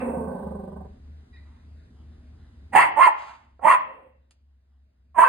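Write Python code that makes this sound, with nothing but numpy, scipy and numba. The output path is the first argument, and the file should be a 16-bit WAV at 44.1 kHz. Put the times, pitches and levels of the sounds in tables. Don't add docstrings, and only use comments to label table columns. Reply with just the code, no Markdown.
import sys
import numpy as np
from scipy import signal
from scipy.fft import rfft, irfft, next_fast_len
from scipy.io import wavfile
from scipy.ndimage import uniform_filter1d, minimum_filter1d, map_coordinates
from numba import njit

SR = 44100
rng = np.random.default_rng(int(sys.argv[2]) if len(sys.argv) > 2 else 0)


def to_wav(sig):
    pcm = np.clip(np.atleast_2d(sig), -1, 1) * 32767
    pcm = np.round(pcm).astype(np.int16)
    wavfile.write(sys.argv[1], SR, pcm.T)


N = 233067

# start_s, tongue_hz (jaw half open), chest_db (before the opening swell),
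# upper_db and rasp_db (before they brighten with the jaw), roughness (0-1)
BARKS = [(2.72, 1883, -14.5, -8, -23.5, 0.83), (2.96, 1841, -21.5, -18.5, -31.5, .48),
         (3.612, 1810, -18.5, -18, -29.5, .65), (5.146, 1452, -23, -24.5, -31, 0.53)]
# time_s, level_db, jaw_opening (0-1)
BARK_EFFORT = [
    [(2.72, -58, 0.01), (2.735, -27.5, 0.16), (2.747, -23, 0.11), (2.753, -4.5, 0.05), (2.815, -19, 0.94),
     (2.85, -24.5, 0.5), (2.89, -38, .3)],
    [(2.96, -37.5, .2), (2.975, -21, .3), (3.005, -13.5, .6), (3.035, -12.5, 1), (3.055, -15, .9),
     (3.079, -11.5, .35), (3.095, -34, .05)],
    [(3.612, -53, 0.01), (3.65, -18, 0.17), (3.664, -16, .35), (3.672, -11, 0.47), (3.72, -13.5, 0.91),
     (3.748, -16, .6), (3.775, -43.5, 0.53)],
    [(5.146, -48, .65), (5.152, -43.5, .65), (5.177, -26.5, 0.49), (5.188, -10, .6), (5.24, -12.5, .85),
     (5.246, -22.5, .8), (5.28, -20, .8)],
]
# time_s, depth_db
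LEVEL_DIPS = [(2.772, 12), (2.822, 12), (3.038, 20), (3.067, 16), (3.664, 10), (3.697, 12), (3.722, 10),
              (5.203, 18), (5.213, 18)]
# centre_hz, width_hz, level_db
MOUTH_MODES = [(1222, 220, -1), (1900, 400, -4.5), (2660, 130, -3.5), (3300, 560, -21), (4440, 660, -13)]
# centre_hz, width_hz, level_db
CHEST_MODES = [(250, 210, 0)]
# centre_hz, width_hz, level_db
RASP_MODES = [(6490, 2400, -13.5), (8725, 500, 6.5), (9400, 970, -1.5), (14220, 2000, 2)]
# start_s, end_s, first_pitch_hz, settled_pitch_hz, first_level_db,
# fade_db_per_s, throat_db, first_flutter_depth (0-1), first_rasp_db
GROWLS = [(0, .85, 244.4, 190, -30.5, 16.5, 2, 0.1, -24), (3.86, 4.1, 275, 261.9, -50.5, 29, -10, .15, -32)]
# time_s, flaps_per_s
THROAT_FLUTTER = [(0, 28.3), (.3, 27.9), (.45, 24.3), (.85, 23)]
# centre_hz, width_hz, level_db
JAW_MODES = [(394.6, 93, -6), (528.3, 43, 4), (746, 116, -7), (956, 180, -9), (1163.6, 120, -15.5),
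             (1518, 35, -13)]
# centre_hz, width_hz, level_db
THROAT_MODES = [(226.4, 96, 0), (158.7, 50, -5)]
# start_s, rise_s, hold_s, level_db, fall_db_per_s, whistle_db (against the breath)
SNIFFS = [(1.324, 0.0087, 0.038, -75, 250, 14), (1.42, 0.039, 0.1, -70.5, 116, -7),
          (3.143, 0.046, 0.11, -47, 140, -32)]
# frequency_hz, relative_density_db
NOSE_SPECTRUM = [(300, -30), (900, 13.5), (2000, -2), (3400, -9.5), (4800, -14.5), (7500, -17),
                 (9500, -24.5), (15000, -30)]
# frequency_hz, relative_level_db
WHISTLE_TONES = [(1950, 0), (2400, -10)]
# start_s, level_db (rms starts 4.5 dB lower), top_hz, t60_s
LIP_SMACKS = [(3.593, -37, 1127, 0.038), (4.309, -50.5, 11320, 0.034)]
# frequency_hz, t60_s
ROOM_DECAY = [(200, 0.95), (1000, 0.44), (3000, 0.62), (9000, 0.14)]
# frequency_hz, level_db
GLASS_ECHO = [(200, -30), (600, -19), (1500, -10), (2100, -13), (3200, -4), (4500, -18.5)]
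# frequency_hz, share
RIGHT_LEAN = [(150, .05), (400, .25), (700, .75), (1100, .45), (1400, .2), (1750, .05), (2100, .3),
              (4000, 0)]
# time_s, pitch_hz
HUM_PITCH = [(0, 74), (2.7, 73.9), (3.4, 68.64), (5.28, 69.22)]
# frequency_hz, relative_density_db
RUMBLE_SPECTRUM = [(21, -42.5), (35, -15), (75, 2), (108, -12.5), (145, -19), (237, -20.5), (500, -35),
                   (650, -65.5), (1100, -120)]
# frequency_hz, relative_density_db
AIR_SPECTRUM = [(180, -37), (300, -25.5), (614, -2), (900, -9), (1010, -8), (5200, -21), (6760, -56.5),
                (11400, -120)]
# recovering_dip_db, lasting_loss_db (a bark)
BACKGROUND_SINK = [(24, 2.5), (7, 4.5), (13.5, 4.5)]
# frequency_hz, gain_db
MID_TONE = [(4000, 1), (5000, 2), (5600, -25), (6200, 0), (8000, -3), (10600, -2.5), (11300, -41),
            (12400, -50), (13200, -17.5), (15000, -18.5)]
# frequency_hz, gain_db
SIDE_TONE = [(60, -26.5), (200, -22), (350, -6.5), (600, 6), (1500, 0.5), (3000, 2.5), (5500, 2),
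             (7000, -0.5), (8500, -28.5), (10500, -10.5), (13000, -15), (15000, -40)]
# frequency_hz, share (signed)
PORT_SPACING = [(1000, 0.091), (3000, -0.53), (4500, 0.77), (5500, 0.564), (5700, -0.68), (7000, -.8),
                (8000, 0.16), (9200, 0), (10200, .5), (12000, .3), (13500, 0.33)]

SHUT_HZ, OPEN_HZ = 270, 368
MOUTH_SHUT_HZ, MOUTH_OPEN_HZ = 810, 1120
BRIGHTEN_DB, RASP_GAIN_DB, BRIGHT_LAG_S = 12, 1.5, 0.0052
BREAK_S, BREAK_PITCH_RATIO, BREAK_UPPER_DB = 5.243, 1.45, 8
DIP_S = .0045
MOUTH_TOP_HZ, OVER_TOP_DB = 3150, -15.5
TONGUE_DB, TONGUE_BREAK_DB = 1, 4
TONGUE_LIFT = .12
FIRST_FLAP_S, SETTLE_S = .035, .35
GROWL_RISE_S, GROWL_STOP_DB_S = 0.05, 502
DEEPEN_PER_S, CLEAR_PER_S, GROWL_ROUGH, RASP_FADE_DB_S = 1.09, .4, .85, 10.5
SNIFF_RISE_DB = 20
EARLIER_DB, EARLIER_T60_S = -43.5, 0.58
GLASS_LAG_S = .0017
HUM_DB, HUM_FADE_DB_S, RUMBLE_DB, AIR_DB = -41.5, 3, -55.5, -73
THROB_S, FIRST_DIP_S, THROB_DEPTH = .305, .365, .8
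SINK_AFTER_S, RECOVER_S = 0.043, .3
DRONE_HZ, DRONE_WIDTH_HZ, DRONE_DB = 240, 25, 6.7
TOP_HZ, LIMIT = 15850, .93


def amp(db):
    return 10 ** (np.asarray(db) / 20)


def unit(x):
    return x / np.sqrt(np.mean(x ** 2) + 1e-20)


def along(points, hz):
    f, v = np.transpose(points)
    return np.interp(np.log(hz + 1), np.log(f + 1), v)


def curves(calls):
    t = np.arange(N) / SR
    s, *cols = np.transpose(np.vstack(calls))
    gate = sum((t >= c[0][0]) & (t <= c[-1][0] + .005) for c in calls)
    smooth_gate = uniform_filter1d(np.minimum(gate, 1.), size=200)
    return [np.interp(t, s, c) for c in cols] + [smooth_gate]


def wobble(rate):
    knots = rng.standard_normal(int(N * rate / SR) + 4)
    return map_coordinates(knots, [np.arange(N) * rate / SR])


def filtered(x, response):
    m = next_fast_len(N + SR)
    return irfft(rfft(x, m) * response(np.fft.rfftfreq(m, 1 / SR)), m)[..., :N]


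def above(f, edge_hz):
    return (f / edge_hz) ** 4 / (1 + (f / edge_hz) ** 4)


def below(f, edge_hz, order):
    return 1 / (1 + (f / edge_hz) ** order)


def modes(table):
    def response(f):
        total = 0
        for k, (c, w, db) in enumerate(table):
            total = total + (-1) ** k * amp(db) * 1j * f * w / (c * c - f * f + 1j * f * w)
        return total
    return response


def noise(response):
    return unit(filtered(rng.standard_normal(N), response))


def steady(x, span):
    return x / np.sqrt(np.abs(uniform_filter1d(x * x, size=int(span * SR))) + 1e-12)


@njit
def ring(x, hz, pole):
    y = np.zeros(len(x))
    for i in range(2, len(x)):
        y[i] = x[i] - x[i - 2] + 2 * pole * np.cos(hz[i]) * y[i - 1] - pole * pole * y[i - 2]
    return y


def resonate(x, hz, width_hz):
    return ring(x, 2 * np.pi * hz / SR, np.exp(-np.pi * width_hz / SR))


def folds(hz, rough, jitter, scatter_db):
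    rough = np.clip(rough, 0, 1)
    phase = 2 * np.pi * np.cumsum(hz * (1 + jitter * rough * wobble(90))) / SR
    voiced = np.zeros(N)
    for k in range(1, 14):
        drift = wobble(70)
        wander = (1 + .4 * k) * rough + .012 * k * k
        size = amp(scatter_db * rough * drift)
        voiced += size * np.cos(k * phase + wander * np.roll(drift, SR // 3))
    cycle = (1 + np.cos(phase)) / 2
    air = filtered((.5 + cycle) * rng.standard_normal(N), lambda f: f < 5200)
    return np.sqrt(1 - rough ** 2) * unit(voiced) + rough * unit(air), cycle


def barks():
    db, jaw, gate = curves(BARK_EFFORT)
    t = np.arange(N) / SR
    bark = np.maximum(np.searchsorted(np.transpose(BARKS)[0], t + .01) - 1, 0)
    _, tongue_hz, chest_db, upper_db, rasp_db, rough = np.array(BARKS)[bark].T
    broken = np.clip((t - BREAK_S) / .008 + .5, 0, 1)
    hz = (SHUT_HZ + (OPEN_HZ - SHUT_HZ) * jaw) * BREAK_PITCH_RATIO ** broken
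    mouth_hz = MOUTH_SHUT_HZ + (MOUTH_OPEN_HZ - MOUTH_SHUT_HZ) * jaw
    tongue_hz = tongue_hz * (1 + TONGUE_LIFT * (jaw - .5))
    late_jaw = np.interp(t - BRIGHT_LAG_S, t, jaw) ** 2
    upper_db = upper_db + BRIGHTEN_DB * late_jaw + BREAK_UPPER_DB * broken
    rasp_db = rasp_db + RASP_GAIN_DB * late_jaw
    source, cycle = folds(hz, rough, jitter=.06, scatter_db=6)

    mouth, tongue = source, source
    for _ in range(2):
        mouth = resonate(mouth, mouth_hz, 220)
        tongue = resonate(tongue, tongue_hz, 420)
    wide = resonate(source, 0.77 * mouth_hz, 260)
    under = filtered(wide, lambda f: above(f, 320) * (1 - above(f, 810)))
    opening = np.clip(uniform_filter1d(np.gradient(db) * SR, size=900) / 300, .08, 1)
    dip_db = sum(-depth * np.exp(-((t - s) / DIP_S) ** 2) for s, depth in LEVEL_DIPS)
    low = amp(dip_db) * steady(mouth, .03) + (.07 + .3 * opening) * steady(under, .08)

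    upper = steady(filtered(source, lambda f: modes(MOUTH_MODES)(f) * above(f, 1150)), .05)
    upper = .65 * upper + amp(TONGUE_DB + TONGUE_BREAK_DB * broken) * steady(tongue, .05)
    top = lambda f: np.maximum(below(f, MOUTH_TOP_HZ, 12), amp(OVER_TOP_DB))
    low, upper = filtered(low, top), filtered(upper, top)
    chest = steady(filtered(source, lambda f: modes(CHEST_MODES)(f) ** 2), 0.09)
    chest = opening * amp(chest_db) * chest
    rasp = (1.2 + cycle) * noise(lambda f: modes(RASP_MODES)(f) * above(f, 3900))
    return gate * amp(db) * (low + chest + amp(upper_db) * upper + amp(rasp_db) * rasp)


def growls():
    t = np.arange(N) / SR
    which = np.searchsorted(np.transpose(GROWLS)[0], t, "right") - 1
    start, end, hz, settled_hz, db, fade, throat_db, depth, rasp_db = np.array(GROWLS)[which].T
    age = np.minimum(t, end) - start
    hz = settled_hz + (hz - settled_hz) * np.exp(-age / SETTLE_S)
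    depth = depth + DEEPEN_PER_S * age
    rough = GROWL_ROUGH - CLEAR_PER_S * age
    db = db - fade * age - GROWL_STOP_DB_S * np.maximum(t - end, 0)
    rasp_db = rasp_db - RASP_FADE_DB_S * age
    rise = 1 - .5 * np.exp(-age / GROWL_RISE_S)
    source, cycle = folds(hz, rough, jitter=.06, scatter_db=4)

    flaps = np.cumsum(np.interp(t, *np.transpose(THROAT_FLUTTER))) / SR
    turn = 2 * np.pi * (flaps - flaps[round(FIRST_FLAP_S * SR)])
    flap = (1 + np.cos(turn + .5 * np.cos(turn))) / 2
    puff = 1 - np.clip(depth, 0, 1) * (1 - flap ** 1.3)
    jaws = steady(filtered(source, lambda f: modes(JAW_MODES)(f) * below(f, 1700, 6)), 0.1)
    boom = steady(filtered(source, lambda f: modes(THROAT_MODES)(f) * below(f, 330, 6)), 0.031)
    throat = (.1 + flap ** 1.5) * (2 * cycle - 1 + .7 * boom)
    rasp = noise(lambda f: modes(RASP_MODES)(f) * (f > 7500) * (f < 11000))
    hiss = amp(-21) * noise(lambda f: (f > 13800) & (f < TOP_HZ))
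    chopped = puff * (jaws + amp(rasp_db) * rasp + hiss)
    return rise * amp(db) * (chopped + amp(throat_db) * throat)


def nose_whistle():
    whistle = np.zeros(N)
    for hz, level_db in WHISTLE_TONES:
        phase = 2 * np.pi * np.cumsum(hz * (1 + .035 * wobble(120))) / SR
        whistle += amp(level_db + 3.5 * wobble(90)) * (np.sin(phase) + 0.4 * np.sin(2 * phase))
    return whistle


def lip_smacks():
    out = np.zeros(N)
    t = np.arange(SR // 10) / SR
    for s, db, top_hz, t60 in LIP_SMACKS:
        band = signal.butter(4, [300, top_hz], "band", fs=SR, output="sos")
        puff = signal.sosfilt(band, rng.standard_normal(len(t)))
        out[round(s * SR):][:len(t)] += amp(db - 4.5 - 60 * t / t60) * unit(puff)
    return out


def sniffs():
    t = np.arange(N) / SR
    whistle = nose_whistle()
    air = noise(lambda f: amp(along(NOSE_SPECTRUM, f)))
    out = np.zeros(N)
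    for s, rise, hold, db, fall, whistle_db in SNIFFS:
        rise_db = -SNIFF_RISE_DB * np.clip(1 - (t - s) / rise, 0, 1)
        fall_db = -fall * np.maximum(t - s - rise - hold, 0)
        out += (t > s) * amp(db + rise_db + fall_db) * (air + amp(whistle_db) * whistle)
    return amp(1.2 * wobble(60)) * out


def earlier_bark():
    fade = amp(EARLIER_DB - 60 * np.arange(N) / SR / EARLIER_T60_S)
    mouth = modes([(935, 100, 0)] + MOUTH_MODES)
    return fade * np.array([noise(lambda f: mouth(f) * below(f, MOUTH_TOP_HZ, 12)) for _ in range(2)])


def room(x, lag):
    hz, t, z = signal.stft(rng.standard_normal((2, SR)), SR, nperseg=256)
    near_walls = amp(-60 * t / 0.057)
    late = amp(-10.5 - 60 * t / along(ROOM_DECAY, hz)[:, None])
    tail = signal.istft(z * (near_walls + late), SR, nperseg=256)[1]
    delayed = np.pad(x, (round(lag * SR), 0))
    return signal.fftconvolve(delayed[None], tail / np.linalg.norm(tail[0]), axes=1)[:, :N]


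def hum(sink_db):
    t = np.arange(N) / SR
    hz, _ = curves([HUM_PITCH])
    depth = np.clip(THROB_DEPTH + .25 * wobble(3), 0, 1)
    throb = 1 - depth * np.cos(np.pi * (t - FIRST_DIP_S) / THROB_S) ** 4
    fade_db = HUM_FADE_DB_S * np.minimum(t, BARKS[0][0])
    level = amp(HUM_DB + sink_db - fade_db + 1.5 * wobble(24))
    return np.sqrt(2) * throb * level * np.sin(2 * np.pi * np.cumsum(hz + 2.5 * wobble(10)) / SR)


def rumble(sink_db):
    def spectrum(f):
        drone_db = DRONE_DB * np.exp(-((f - DRONE_HZ) / DRONE_WIDTH_HZ) ** 2)
        hum_gap = 1 - np.exp(-((f - 73) / 14) ** 2)
        return amp(along(RUMBLE_SPECTRUM, f) + drone_db) * hum_gap
    return amp(RUMBLE_DB + sink_db + 1.8 * wobble(2)) * np.array([noise(spectrum), noise(spectrum)])


def air_noise(sink_db):
    bands = []
    for k in range(6):
        band = noise(lambda f: amp(along(AIR_SPECTRUM, f)) * ((f / 700 + k) % 3 < 1))
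        bands.append(band * amp(2.5 * wobble(14)))
    patchy = unit(np.reshape(bands, (2, 3, N)).sum(axis=1))
    fizz = [noise(lambda f: f > 4500) * amp(-7.0) for _ in range(2)]
    return amp(AIR_DB + sink_db) * (patchy + fizz)


def background():
    t = np.arange(N) / SR
    since = t - SINK_AFTER_S - np.transpose(BARKS)[0][:, None]
    recovery = (since > 0) * np.exp(-np.abs(since) / RECOVER_S)
    dip = uniform_filter1d(recovery.max(axis=0), size=2000)
    lost = uniform_filter1d((since > 0).sum(axis=0) * 1., size=2000)
    hum_db, rumble_db, air_db = [-dip_db * dip - loss_db * lost for dip_db, loss_db in BACKGROUND_SINK]
    return hum(hum_db) * amp([[0], [-3]]) + rumble(rumble_db) + air_noise(air_db)


def scene():
    dog = barks() + growls() + sniffs() + lip_smacks()
    around = amp(-7) * room(dog, lag=.006) + earlier_bark() + background()
    mid = dog + around[0]
    echo = lambda f: amp(along(GLASS_ECHO, f)) * np.exp(-2j * np.pi * f * GLASS_LAG_S)
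    glass = filtered(dog, lambda f: echo(f) - along(RIGHT_LEAN, f))
    ports = filtered(mid, lambda f: 1j * along(PORT_SPACING, f))
    side = glass + ports + filtered(around[1], lambda f: amp(along(SIDE_TONE, f)))
    return np.array([mid + side, mid - side])


def record(dry):
    mid = filtered(dry.mean(axis=0), lambda f: amp(along(MID_TONE, f)))
    side = (dry[0] - dry[1]) / 2
    out = np.array([mid + side, mid - side])
    need = np.minimum(1, LIMIT / (np.abs(out).max(axis=0) + 1e-9))
    out = out * uniform_filter1d(minimum_filter1d(need, size=400), size=200)
    return filtered(out, lambda f: f < TOP_HZ) + amp(-101) * rng.standard_normal(out.shape)


dry = scene()
out = record(dry)
to_wav(out)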